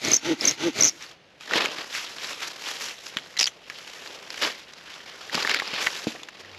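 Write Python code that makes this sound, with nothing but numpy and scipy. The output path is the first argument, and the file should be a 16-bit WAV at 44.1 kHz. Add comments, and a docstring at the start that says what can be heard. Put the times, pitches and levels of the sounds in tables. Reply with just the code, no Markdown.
"""Sawing a branch in the woods.

A small hand saw makes five quick strokes: the teeth rasp, the branch hums on each push, and the
blade sticks and squeaks on each pull. The branch is dragged out of dry leaves, snapping twigs; its
end is cracked off and tossed aside, and it is laid back through the litter and thuds onto a log.
Still air behind, a faint far drone at the end. A near, almost mono microphone; no room."""
import sys
import numpy as np
from scipy import signal
from scipy.fft import rfft, irfft
from scipy.io import wavfile
from scipy.ndimage import uniform_filter1d

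SR = 44100
rng = np.random.default_rng(int(sys.argv[2]) if len(sys.argv) > 2 else 0)


def pcm_store(signal):
    """Save signal as 16-bit PCM."""
    levels = np.round(np.clip(np.atleast_2d(signal), -1, 1) * 32767)
    wavfile.write(sys.argv[1], SR, levels.astype(np.int16).T)


N = 290178
TIME = np.arange(N) / SR


def amp(db):
    """Decibels to gain."""
    return 10 ** (np.asarray(db) / 20)


def unit(x):
    """Scales to rms 1."""
    return x / np.sqrt(np.mean(x ** 2) + 1e-20)


def steady(x, window_s):
    """Flattens slow level changes, keeps the grain."""
    return x / np.sqrt(abs(uniform_filter1d(x ** 2, max(int(window_s * SR), 8))) + 1e-12)


def slow_noise(window_samples, shape=N):
    """Moving-average noise, rms 1."""
    return unit(uniform_filter1d(rng.standard_normal(shape), window_samples))


def level(rows, column):
    """Gain over time from one dB column; silent outside the rows."""
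    rows = np.array(rows)
    return amp(np.interp(TIME, rows[:, 0], rows[:, column], left=-120, right=-120))


def add(mix, start_s, sound):
    """Mixes a sound in at start_s."""
    part = mix[max(round(start_s * SR), 0):][:len(sound)]
    part += sound[:len(part)]


def colour(x, points, size=2048):
    """Minimum-phase filter through points (frequency [Hz], gain [dB])."""
    hz, db = np.transpose(points)
    curve_db = np.interp(np.log(np.fft.rfftfreq(size, 1 / SR) + 1), np.log(hz + 1), db)
    cepstrum = irfft(np.log(amp(curve_db)))
    cepstrum[1:size // 2] *= 2
    cepstrum[size // 2 + 1:] = 0
    return signal.oaconvolve(x, irfft(np.exp(rfft(cepstrum))))[:len(x)]


def ringing(x, modes):
    """Drives decaying modes with x; power is kept."""
    t = np.arange(SR // 5) / SR
    response = sum(amp(db - 60 * t / t60_s) * np.sin(2 * np.pi * hz * t) for hz, db, t60_s in modes)
    return unit(signal.oaconvolve(x, response)[:N]) * np.std(x)


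def clicks(per_s, spread_db):
    """Random clicks of either sign, a few much larger than the rest."""
    size = amp(spread_db * np.minimum(rng.exponential(1, N), 4.5))
    return size * rng.choice([-1, 1], N) * (rng.random(N) < per_s / SR)


# Air spectrum: (frequency [Hz], gain [dB])
AIR_SPECTRUM = [(15, -53), (25, -36.5), (34, -21.5), (53, -6), (93, -7.5), (154, -0.5), (278, -6),
                (462, -4.5), (501, -1), (856, -8.5), (952, -11), (2850, -9.5), (15000, -50)]
# Far drone: (time [s], pitch [Hz], level [dB])
DRONE_CURVE = [(6.2, 88, -94), (6.42, 95.6, -65), (6.58, 94, -55)]


def woods(air_db=-57.5):
    """Still air, and a far drone that rises at the end."""
    time_s, hz, _ = np.transpose(DRONE_CURVE)
    drone = unit(np.sin(2 * np.pi * np.cumsum(np.interp(TIME, time_s, hz)) / SR))
    air = unit(colour(rng.standard_normal(N), AIR_SPECTRUM))
    return amp(air_db) * air + drone * level(DRONE_CURVE, column=2)


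# Sleeves, bark and leaves between sweeps: (time [s], crackle [dB], swish [dB], fizz [dB])
QUIET_RUSTLE = [(.92, -52, -66, -58), (1.11, -47.5, -53.5, -57.5), (1.19, -64.5, -74, -85.5),
                (1.39, -62.5, -64, -73), (1.6, -43, -48.5, -50.5), (2.9, -44, -51, -54),
                (3.0, -49, -58, -57), (3.17, -45.5, -49.5, -57.5), (3.3, -49.5, -53.5, -57.5),
                (3.6, -55.5, -56.5, -67.5), (3.76, -44.5, -54.5, -54), (4.05, -44, -50, -51.5),
                (4.25, -47.5, -52.5, -57.5), (4.42, -36.5, -45, -44.5), (4.67, -50, -58.5, -62),
                (5.28, -43.5, -49, -54.5), (6.12, -44, -47, -51), (6.3, -51.5, -54, -65),
                (6.58, -47.5, -50.5, -63.5)]
# Branch through leaves: (crest [s], rise [s], fall [s], crackle [dB], swish [dB], fizz [dB])
BRANCH_SWEEPS = [(1.035, 0.052, 0.035, -43.5, -63, -51.5), (1.429, 0.023, 0.18, -44.5, -66, -54.5),
                 (1.563, 0.051, 0.11, -23.5, -26.5, -39), (1.78, 0.066, 0.063, -35.5, -40.5, -52),
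                 (1.95, 0.035, 0.12, -32, -57, -40.5), (2.3, 0.12, 0.059, -35, -44, -42.5),
                 (2.44, 0.047, 0.072, -33.5, -45.5, -41), (2.7, 0.085, 0.078, -33.5, -45, -40.5),
                 (2.829, 0.037, 0.087, -33.5, -44.5, -38), (3.07, .05, 0.037, -42.5, -52.5, -46),
                 (4.1, 0.089, 0.21, -50.5, -47.5, -63), (4.434, 0.019, 0.061, -23.5, -30, -36.5),
                 (4.92, 0.056, 0.072, -43, -55, -56), (5.1, 0.025, .04, -46, -58, -61),
                 (5.36, 0.044, .16, -30.5, -35.5, -42.5), (5.508, .02, 0.097, -25.5, -35.5, -44.5),
                 (5.77, 0.11, 0.12, -29.5, -39.5, -48), (5.845, .05, 0.054, -35.5, -38.5, -36.5),
                 (5.96, 0.09, 0.11, -37, -50, -44.5), (6.41, .025, 0.015, -43.5, -49, -55)]


def stirring(crest_power=1.55):
    """Crackle, swish and fizz gains; a sweep is 10 dB down one rise or fall time from its crest."""
    power = np.array([level(QUIET_RUSTLE, column) for column in (1, 2, 3)]) ** 2
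    for crest_s, rise_s, fall_s, *db in BRANCH_SWEEPS:
        near = abs(TIME - crest_s) < 0.5
        away = np.maximum((crest_s - TIME[near]) / rise_s, (TIME[near] - crest_s) / fall_s)
        power[:, near] += (amp(db)[:, None] * amp(-10 * abs(away) ** crest_power)) ** 2
    return np.sqrt(power)


def grains(per_s, spread_db, low_hz, high_hz, cycles, wander_db, patches=14):
    """Brittle bits ring a few cycles; each patch has its own pitch and comes and goes."""
    out, t = np.zeros(N), np.arange(400) / SR
    hits = clicks(per_s, spread_db)
    patch = rng.integers(0, patches, N)
    knots_s = np.linspace(0, TIME[-1], 160)
    for k, hz in enumerate(np.geomspace(low_hz, high_hz, patches)):
        ring = np.exp(-t * hz / cycles) * np.sin(2 * np.pi * hz * t)
        wander = amp(wander_db * np.interp(TIME, knots_s, rng.standard_normal(len(knots_s))))
        out += signal.oaconvolve(hits * wander * (patch == k), unit(ring) * np.sqrt(hz))[:N]
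    return unit(out)


# Dry-leaf spectra: (frequency [Hz], gain [dB])
CRACKLE_SPECTRUM = [(470, -42), (800, -9), (1270, -4), (1460, -3), (1910, -1), (2060, -2), (2880, -0.5),
                    (5130, -5.5), (6500, -21.5), (8450, -57.5), (14300, -120)]
SWISH_SPECTRUM = [(35, -54.5), (60, -25.5), (128, -29), (166, -13.5), (270, -7), (393, -3.5), (515, -2.5),
                  (777, -6), (1300, -11.5), (1690, -33), (2860, -120)]
FIZZ_SPECTRUM = [(3240, -18), (5500, -0.5), (7350, -7), (8520, -18), (8980, -15.5), (9710, -20.5),
                 (11900, -16.5), (12900, -24.5), (14000, -41), (15500, -57)]


def litter(stir_gains, crackle_db=-1, swish_db=-2.5, fizz_db=0.5):
    """Dry leaves crumple in clumps: crackling grains, a low swish, a fine fizz."""
    clumps = slow_noise(350)
    crumple = grains(per_s=8000, spread_db=1.5, low_hz=729, high_hz=7950, cycles=1.6, wander_db=3)
    crackle = steady(colour(crumple * amp(2.04 * clumps), CRACKLE_SPECTRUM), window_s=0.14)
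    fine = clicks(per_s=12000, spread_db=4) * amp(2.16 * clumps)
    fizz = steady(colour(fine, FIZZ_SPECTRUM), window_s=0.12)
    coarse = clicks(per_s=2700, spread_db=3) * amp(1.7 * clumps)
    swish = steady(colour(coarse, SWISH_SPECTRUM), window_s=0.1)
    return (stir_gains * [amp(crackle_db) * crackle, amp(swish_db) * swish, amp(fizz_db) * fizz]).sum(0)


def stems(crackle_gain, count=40, over_db=5, spread_db=11, cap_db=-14,
          low_hz=1900, high_hz=4800, splinter_s=0.00091):
    """Leaf stems snap at random, above the crackle of the moment: rows for breaks()."""
    offset, strength, pitch = rng.random((count, 3)).T
    start_s, end_s = QUIET_RUSTLE[0][0], QUIET_RUSTLE[-1][0]
    time_s = start_s + (end_s - start_s) * (np.arange(count) + offset) / count
    db = 20 * np.log10(np.interp(time_s, TIME, crackle_gain)) + over_db + spread_db * strength ** 2
    hz = low_hz * (high_hz / low_hz) ** pitch
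    return list(zip(time_s, np.minimum(db, cap_db), hz, np.full(count, splinter_s)))


# Splinter spectrum: (frequency [Hz], gain [dB])
SPLINTER_SPECTRUM = [(240, -67), (400, -1.5), (660, -0.5), (1910, 7.5), (2470, 11), (2870, 12), (4390, 8.5),
                     (5510, 2), (7240, 2.5), (8820, -24.5), (11800, -9.5), (15000, -71)]


def breaks(rows, cycles, debris_db, tail_db):
    """Wood gives way: a short ring, then a spray of splinters that keeps the piece rattling."""
    out, t = np.zeros(N), np.arange(SR // 10) / SR
    tail = amp(tail_db) * np.exp(-t / 0.007)
    for time_s, db, hz, splinter_s in rows:
        ring = (1 - np.exp(-t * hz * 2)) * np.exp(-t * hz / cycles) * np.sin(2 * np.pi * hz * t)
        spray = rng.standard_normal(len(t)) * (np.exp(-t / splinter_s) + tail)
        splinters = unit(colour(spray, SPLINTER_SPECTRUM))
        rattle = unit(signal.fftconvolve(spray * (t * hz > cycles), ring)[:len(t)])
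        shed = np.sqrt(splinter_s / t[-1]) / 2  # longer breaks shed more
        add(out, time_s, amp(db) * (ring + shed * amp(debris_db) * (splinters + rattle)))
    return out


# Louder twigs: (time [s], level [dB], pitch [Hz], splintering [s])
TWIG_SNAPS = [(1.0248, -26.5, 5500, 0.00054), (1.4092, -29, 2540, 0.0013), (1.5106, -20, 1520, 0.00077),
              (1.5353, -14, 1920, 0.0014), (1.5812, -10.5, 2210, 0.00048), (1.658, -11.5, 2530, 0.00088),
              (1.7843, -21.5, 2330, .0013), (1.9497, -17, 2500, .0009), (2.1839, -22.5, 3250, 0.00067),
              (2.2441, -24, 4070, 0.0031), (2.8853, -22, 3900, 0.00048), (3.0658, -27, 4670, 0.0019),
              (3.17, -6.5, 3100, 0.00032), (3.1867, -22, 3170, 0.00064), (3.6997, -19.5, 2500, 0.00076),
              (4.0743, -26.5, 4040, .0009), (4.3038, -21, 4800, 0.00084), (4.3431, -24.5, 2760, .0009),
              (4.4222, -17, 3370, 0.0015), (4.7359, -30.5, 5300, 0.00081), (5.3449, -17, 2700, 0.0056),
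              (5.3523, -12.5, 4530, 0.0011), (5.4245, -15, 3100, 0.0015), (5.449, -18, 1860, 0.001),
              (5.4741, -12.5, 2070, 0.0008), (5.4943, -12, 2900, 0.0027), (5.5137, -11, 2070, 0.0011),
              (5.5453, -10.5, 2530, 0.0012), (5.5635, -24, 2000, .0025), (5.5995, -12.5, 2320, 0.00083),
              (5.865, -16, 2820, 0.0045), (5.8698, -8.5, 2040, 0.0011), (6.2329, -25, 3600, 0.0011),
              (6.2863, -29.5, 2700, 0.0032), (6.5478, -29, 2250, 0.00033)]
# Modes of the long branch: (frequency [Hz], gain [dB], t60 [s])
BRANCH_MODES = [(520, -51, 0.023), (1130, -28, 0.09), (1390, 20, 0.0045), (1853, 28.5, 0.0036),
                (2330, 13.5, 0.0067)]


def twigs(crackle_gain, gain_db=3, ring_db=-3):
    """Twigs and stems snap and ring the branch."""
    snaps = amp(gain_db) * breaks(TWIG_SNAPS + stems(crackle_gain), cycles=2.2, debris_db=-5, tail_db=-17)
    return snaps + amp(ring_db) * ringing(snaps, BRANCH_MODES)


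# Tearing fibres: (time [s], level [dB], pitch [Hz], splintering [s])
FIBRE_TEARS = [(3.3676, -23.5, 2050, 0.0093), (3.3743, -19, 4000, 0.0015), (3.388, -18, 6000, .002),
               (3.392, -7.5, 5050, 0.0022), (3.397, -11, 5630, .0015), (3.4001, -6, 5600, 0.00074),
               (3.409, -9, 5200, 0.0075), (3.413, -26, 2680, 0.0092), (3.425, -15, 4980, .0009),
               (3.4292, -4, 4950, 0.00098), (3.442, -5.5, 4940, 0.00042), (3.4573, -10, 4650, 0.00027),
               (3.4672, -18.5, 5950, 0.011), (3.4734, -11, 3260, 0.00083), (3.4785, -22, 2210, .002)]


def sawn_end():
    """Fibres tear in quick succession as the sawn end is broken off."""
    return breaks(FIBRE_TEARS, cycles=4, debris_db=-6, tail_db=-20)


# Wood on ground and log: (time [s], level [dB], pitch [Hz], t60 [s])
BLOWS = [(1.557, -14.5, 398, 0.054), (1.688, -27, 520, 0.045), (1.787, -28.5, 382, 0.059),
         (3.166, -26.5, 230, 0.038), (3.413, -19.5, 670, 0.023), (3.7, -27.5, 1460, 0.035),
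         (5.349, -21, 205, 0.1), (5.378, -12.5, 1000, 0.022), (5.452, -18, 1010, 0.027),
         (5.621, -16, 970, 0.023), (5.733, -27, 210, 0.059), (6.07, -10.5, 266, 0.06),
         (6.151, -29, 630, 0.035)]
# Damp-wood modes: (frequency [x pitch], gain [dB], decay [x t60])
THUD_MODES = [(.55, -12.5, 1), (.87, -1, 1.3), (1.15, 3, 0.87), (1.7, -1, 0.61), (2.3, -9, 0.54)]


def knocks(highpass_hz=160, leaves_db=-17, leaves_s=0.015):
    """The damp branch thuds and crushes the leaves beneath; the thuds carry no deep bass."""
    out, t = np.zeros(N), np.arange(SR // 4) / SR
    crush_envelope = np.sqrt(t / leaves_s) * np.exp(-t / leaves_s)
    for time_s, db, hz, t60_s in BLOWS:
        thud = sum(amp(mode_db - 60 * t / (t60_s * share)) * np.sin(2 * np.pi * hz * ratio * t)
                   for ratio, mode_db, share in THUD_MODES)
        crush = unit(colour(rng.standard_normal(len(t)), SPLINTER_SPECTRUM)) * crush_envelope
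        add(out, time_s, amp(db) * (thud / abs(thud).max() + amp(leaves_db) * crush))
    return signal.lfilter(*signal.butter(2, highpass_hz, "high", fs=SR), out)


# Blade judders: (start [s], end [s], first level [dB], first pitch [Hz])
BLADE_JUDDERS = [(.146, 0.171, -13, 6420), (.482, .49, -11, 5730), (0.859, .896, -12, 6360)]


def judders(gap_s=0.003, slip_s=0.00074, sag_hz_per_s=14000, fade_db_per_s=135,
            uneven=0.23, spread_db=2, detune=0.026):
    """As a pull slows, the blade slips in a fading, falling run: rows for squeaks()."""
    rows = []
    for start_s, end_s, first_db, first_hz in BLADE_JUDDERS:
        for k, (late, strong, sharp) in enumerate(rng.standard_normal((16, 3))):
            age_s = (k + uneven * late) * gap_s
            if start_s + age_s < end_s:
                db = first_db - fade_db_per_s * age_s + spread_db * strong
                hz = (first_hz - sag_hz_per_s * age_s) * (1 + detune * sharp)
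                rows.append((start_s + age_s, db, hz, slip_s))
    return rows


# Hard slips in the kerf: (time [s], level [dB], pitch [Hz], length [s])
HARD_SLIPS = [(0.0498, -16, 5900, 0.0011), (.0855, -18, 6760, .001), (0.118, -12.5, 6320, 0.0025),
              (0.129, -20, 5300, 0.003), (0.1361, -9, 6190, 0.0035), (0.1427, -8.5, 6070, 0.0024),
              (0.166, -15.5, 6290, 0.0047), (0.411, -16.5, 5300, 0.0012), (0.4547, -12, 6070, 0.0033),
              (0.4774, -12, 6340, 0.0054), (.494, -16.5, 6170, 0.0034), (0.512, -11.5, 6010, 0.00053),
              (0.811, -10, 6013, 0.0041), (0.825, -8, 5860, 0.0026), (0.8357, -7, 6255, 0.002),
              (0.845, -7, 6080, 0.0021), (0.852, -9, 6220, 0.0027)]
# Blade modes: (frequency [Hz], gain [dB], t60 [s])
BLADE_MODES = [(5496, 3.5, 0.1), (6540, -10, 0.13), (6170, -29.5, .05), (5830, -25, .075), (6670, 1, 0.042),
               (5380, -31.5, 0.39), (6700, -25.5, 0.37)]


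def squeaks(overtone_db=-29, ring_db=-13, zing_db=-18, glide=0.026, waver=0.031, rough=0.12):
    """The blade sticks and lets go: a burst of its bending tone, which rings on faintly."""
    out, t = np.zeros(N), np.arange(-300, 300) / SR
    after_s = np.maximum(t, 0)
    zing_envelope = np.exp(-after_s / 0.0014) * (1 - np.exp(-after_s / 0.0004))
    for time_s, db, hz, length_s in HARD_SLIPS + judders():
        drift, flutter = slow_noise(36, shape=(2, len(t)))
        pitch_hz = hz * (1 + glide * np.tanh(t / length_s) + waver * drift)
        phase = 2 * np.pi * (np.cumsum(pitch_hz) / SR + rng.random())
        envelope = np.exp(-abs(1.38 * t / length_s) ** 3) * (1 + rough * flutter)
        burst = envelope * (np.sin(phase) + amp(overtone_db) * np.sin(2 * phase))
        # low bending waves travel slower in the steel: a falling zing
        zing = np.sin(2 * np.pi * np.cumsum(hz / (1 + after_s / 0.0032)) / SR) * zing_envelope
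        add(out, time_s + t[0], amp(db) * (burst + amp(zing_db) * zing))
    return out + amp(ring_db) * ringing(out, BLADE_MODES)


# Pull and push in turn: (start [s], end [s], top tooth rate [Hz], regularity [0-1], rasp [dB], body [dB])
SAW_STROKES = [(-0.005, 0.198, 297, 0.17, -27.5, -30.5), (0.202, 0.376, 340, 0.98, -31, -20.5),
               (.375, .565, 297, 0.17, -28.5, -33.5), (0.562, 0.733, 338, .95, -31, -20.5),
               (.725, 0.921, 300, 0.08, -28, -32)]
RATE_POWER = 0.55  # tooth rate grows as this power of the arch


def arm(crest):
    """The arm speeds up and slows in one arch, topping at share `crest` of each stroke."""
    arch, settings = np.zeros(N), np.zeros((4, N))
    for start_s, end_s, tooth_hz, regularity, rasp_db, body_db in SAW_STROKES:
        inside = (TIME >= start_s) & (TIME < end_s)
        progress = (TIME[inside] - start_s) / (end_s - start_s)
        arch[inside] = abs(np.sin(np.pi * np.interp(progress, [0, crest, 1], [0, 0.5, 1])))
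        settings[:, inside] = np.array([tooth_hz, regularity, amp(rasp_db), amp(body_db)])[:, None]
    return arch, *settings


# Hum partials: (frequency [x tooth rate], gain [dB])
HUM_PARTIALS = [(.5, -21.5), (1, -4), (1.5, -15.5), (2, -34.5), (2.5, -29)]


def hum(gain_db=-1, rough=0.18, waver=0.04, swell_power=6.8):
    """On the push the teeth drum the branch evenly; their left-right set adds half orders."""
    swell, tooth_hz, regularity, _, body_gain = arm(crest=0.69)
    speed = arm(crest=0.58)[0]
    rate_hz = tooth_hz * speed ** RATE_POWER * (1 + waver * slow_noise(700))
    cycles = np.cumsum(rate_hz) / SR
    tone = sum(amp(db) * np.cos(2 * np.pi * (order * cycles + rng.random())) for order, db in HUM_PARTIALS)
    wobble = 1 + rough * slow_noise(250)
    return 2 * amp(gain_db) * tone * wobble * body_gain * swell ** swell_power * (regularity > 0.5)


# Rasp and branch-body spectra: (frequency [Hz], gain [dB])
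PULL_SPECTRUM = [(410, -16.5), (700, -5), (1070, -4.5), (1370, -1.5), (1670, -4.5), (2160, 5), (2630, -1.5),
                 (3400, -1.5), (4300, 0.5), (5640, -5.5), (6760, -5), (8990, -25), (12000, -20),
                 (13400, -44.5), (15500, -80)]
PUSH_SPECTRUM = [(410, -39.5), (700, -8), (873, 7.5), (1010, -5.5), (1560, 3), (1730, -9), (1900, 5),
                 (2220, 1), (2950, 2.5), (5360, -5.5), (6100, -1.5), (8880, -27.5), (12000, -24),
                 (14000, -55), (15500, -94)]
BODY_SPECTRUM = [(41, -47), (70, -25), (125, -6), (189, -12), (281, -2.5), (469, -6), (505, -11), (639, -8),
                 (735, -20.5), (900, -23), (1170, -57), (1980, -120)]


def saw(bite_s=0.002, chatter=0.34, push_body_db=-14, turn_db=-16.5, rasp_power=1.54, body_power=2.2):
    """Teeth bite at a rate that follows the arm; each bite tears fibres and shakes the branch."""
    speed, tooth_hz, regularity, rasp_gain, body_gain = arm(crest=0.47)
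    jitter = np.exp(0.28 * (1 - regularity) * slow_noise(150))
    tooth_count = np.floor(np.cumsum(tooth_hz * speed ** RATE_POWER * jitter) / SR)
    bites = np.diff(tooth_count, prepend=0) * amp(5.7 * rng.standard_normal(N))
    tearing = signal.lfilter([1], [1, -np.exp(-1 / (bite_s * SR))], bites)
    drive = clicks(per_s=14000, spread_db=2.5) * (1 - chatter + chatter * tearing)
    # teeth skate evenly on the push, dig in on the pull
    push = uniform_filter1d(1.0 * (regularity > 0.5), size=200)
    rasp = (1 - push) * steady(colour(drive, PULL_SPECTRUM), window_s=0.097)
    rasp += push * steady(colour(drive, PUSH_SPECTRUM), window_s=0.062)
    rasp *= uniform_filter1d(rasp_gain, size=600) * np.hypot(speed ** rasp_power, amp(turn_db))
    body = amp(push_body_db * push) * steady(colour(drive + 7 * bites, BODY_SPECTRUM), window_s=0.033)
    return rasp + body * body_gain * speed ** body_power


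def trees(near, gain_db=-34, delay_s=0.05, t60_s=1.0):
    """Faint, late scatter from the trees."""
    t = np.arange(SR) / SR
    spectrum_hz_db = [(100, -3.5), (400, 3), (2000, -10), (7000, -16), (14000, -9)]
    response = colour(rng.standard_normal(SR), spectrum_hz_db) * amp(-60 * t / t60_s) * (t > delay_s)
    return amp(gain_db) * signal.oaconvolve(near, unit(response) / np.sqrt(SR))[:N]


# Stereo width: (frequency [Hz], side over mid [dB])
SIDE_SPECTRUM = [(30, -24), (250, -41), (3000, -41), (6000, -39), (8000, -17), (11000, -7), (15000, -7)]


def stereo(mid, decay_s=0.02):
    """A faint, diffuse stereo spread in the high treble; everything lower is almost mono."""
    t = np.arange(SR) / SR
    diffuser = unit(rng.standard_normal(SR) * np.exp(-t / decay_s)) / np.sqrt(SR)
    side = colour(signal.oaconvolve(mid, diffuser)[:N], SIDE_SPECTRUM)
    return np.array([mid + side, mid - side])


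def scene():
    """Saw, leaves and wood close up, the woods behind."""
    stir_gains = stirring()
    wood = twigs(crackle_gain=stir_gains[0]) + sawn_end() + knocks()
    near = saw() + hum() + squeaks() + litter(stir_gains) + wood
    return stereo(near + trees(near) + woods())


# Microphone response: (frequency [Hz], gain [dB])
MIC_RESPONSE = [(100, 0), (8500, 1.5), (9050, -5), (9700, 5), (12400, 3), (14000, -1), (16000, -2.5)]


def record(dry):
    """Soft peak limit, microphone colour, band limit."""
    ceiling, edge_hz = 0.56, 15900
    rounded = dry / (1 + (dry / ceiling) ** 6) ** (1 / 6)
    coloured = np.array([colour(channel, MIC_RESPONSE) for channel in rounded])
    lowpass = signal.firwin(511, edge_hz, window=("kaiser", 9), fs=SR)
    return signal.oaconvolve(coloured, lowpass[None], "same")


dry = scene()
out = record(dry)
pcm_store(out)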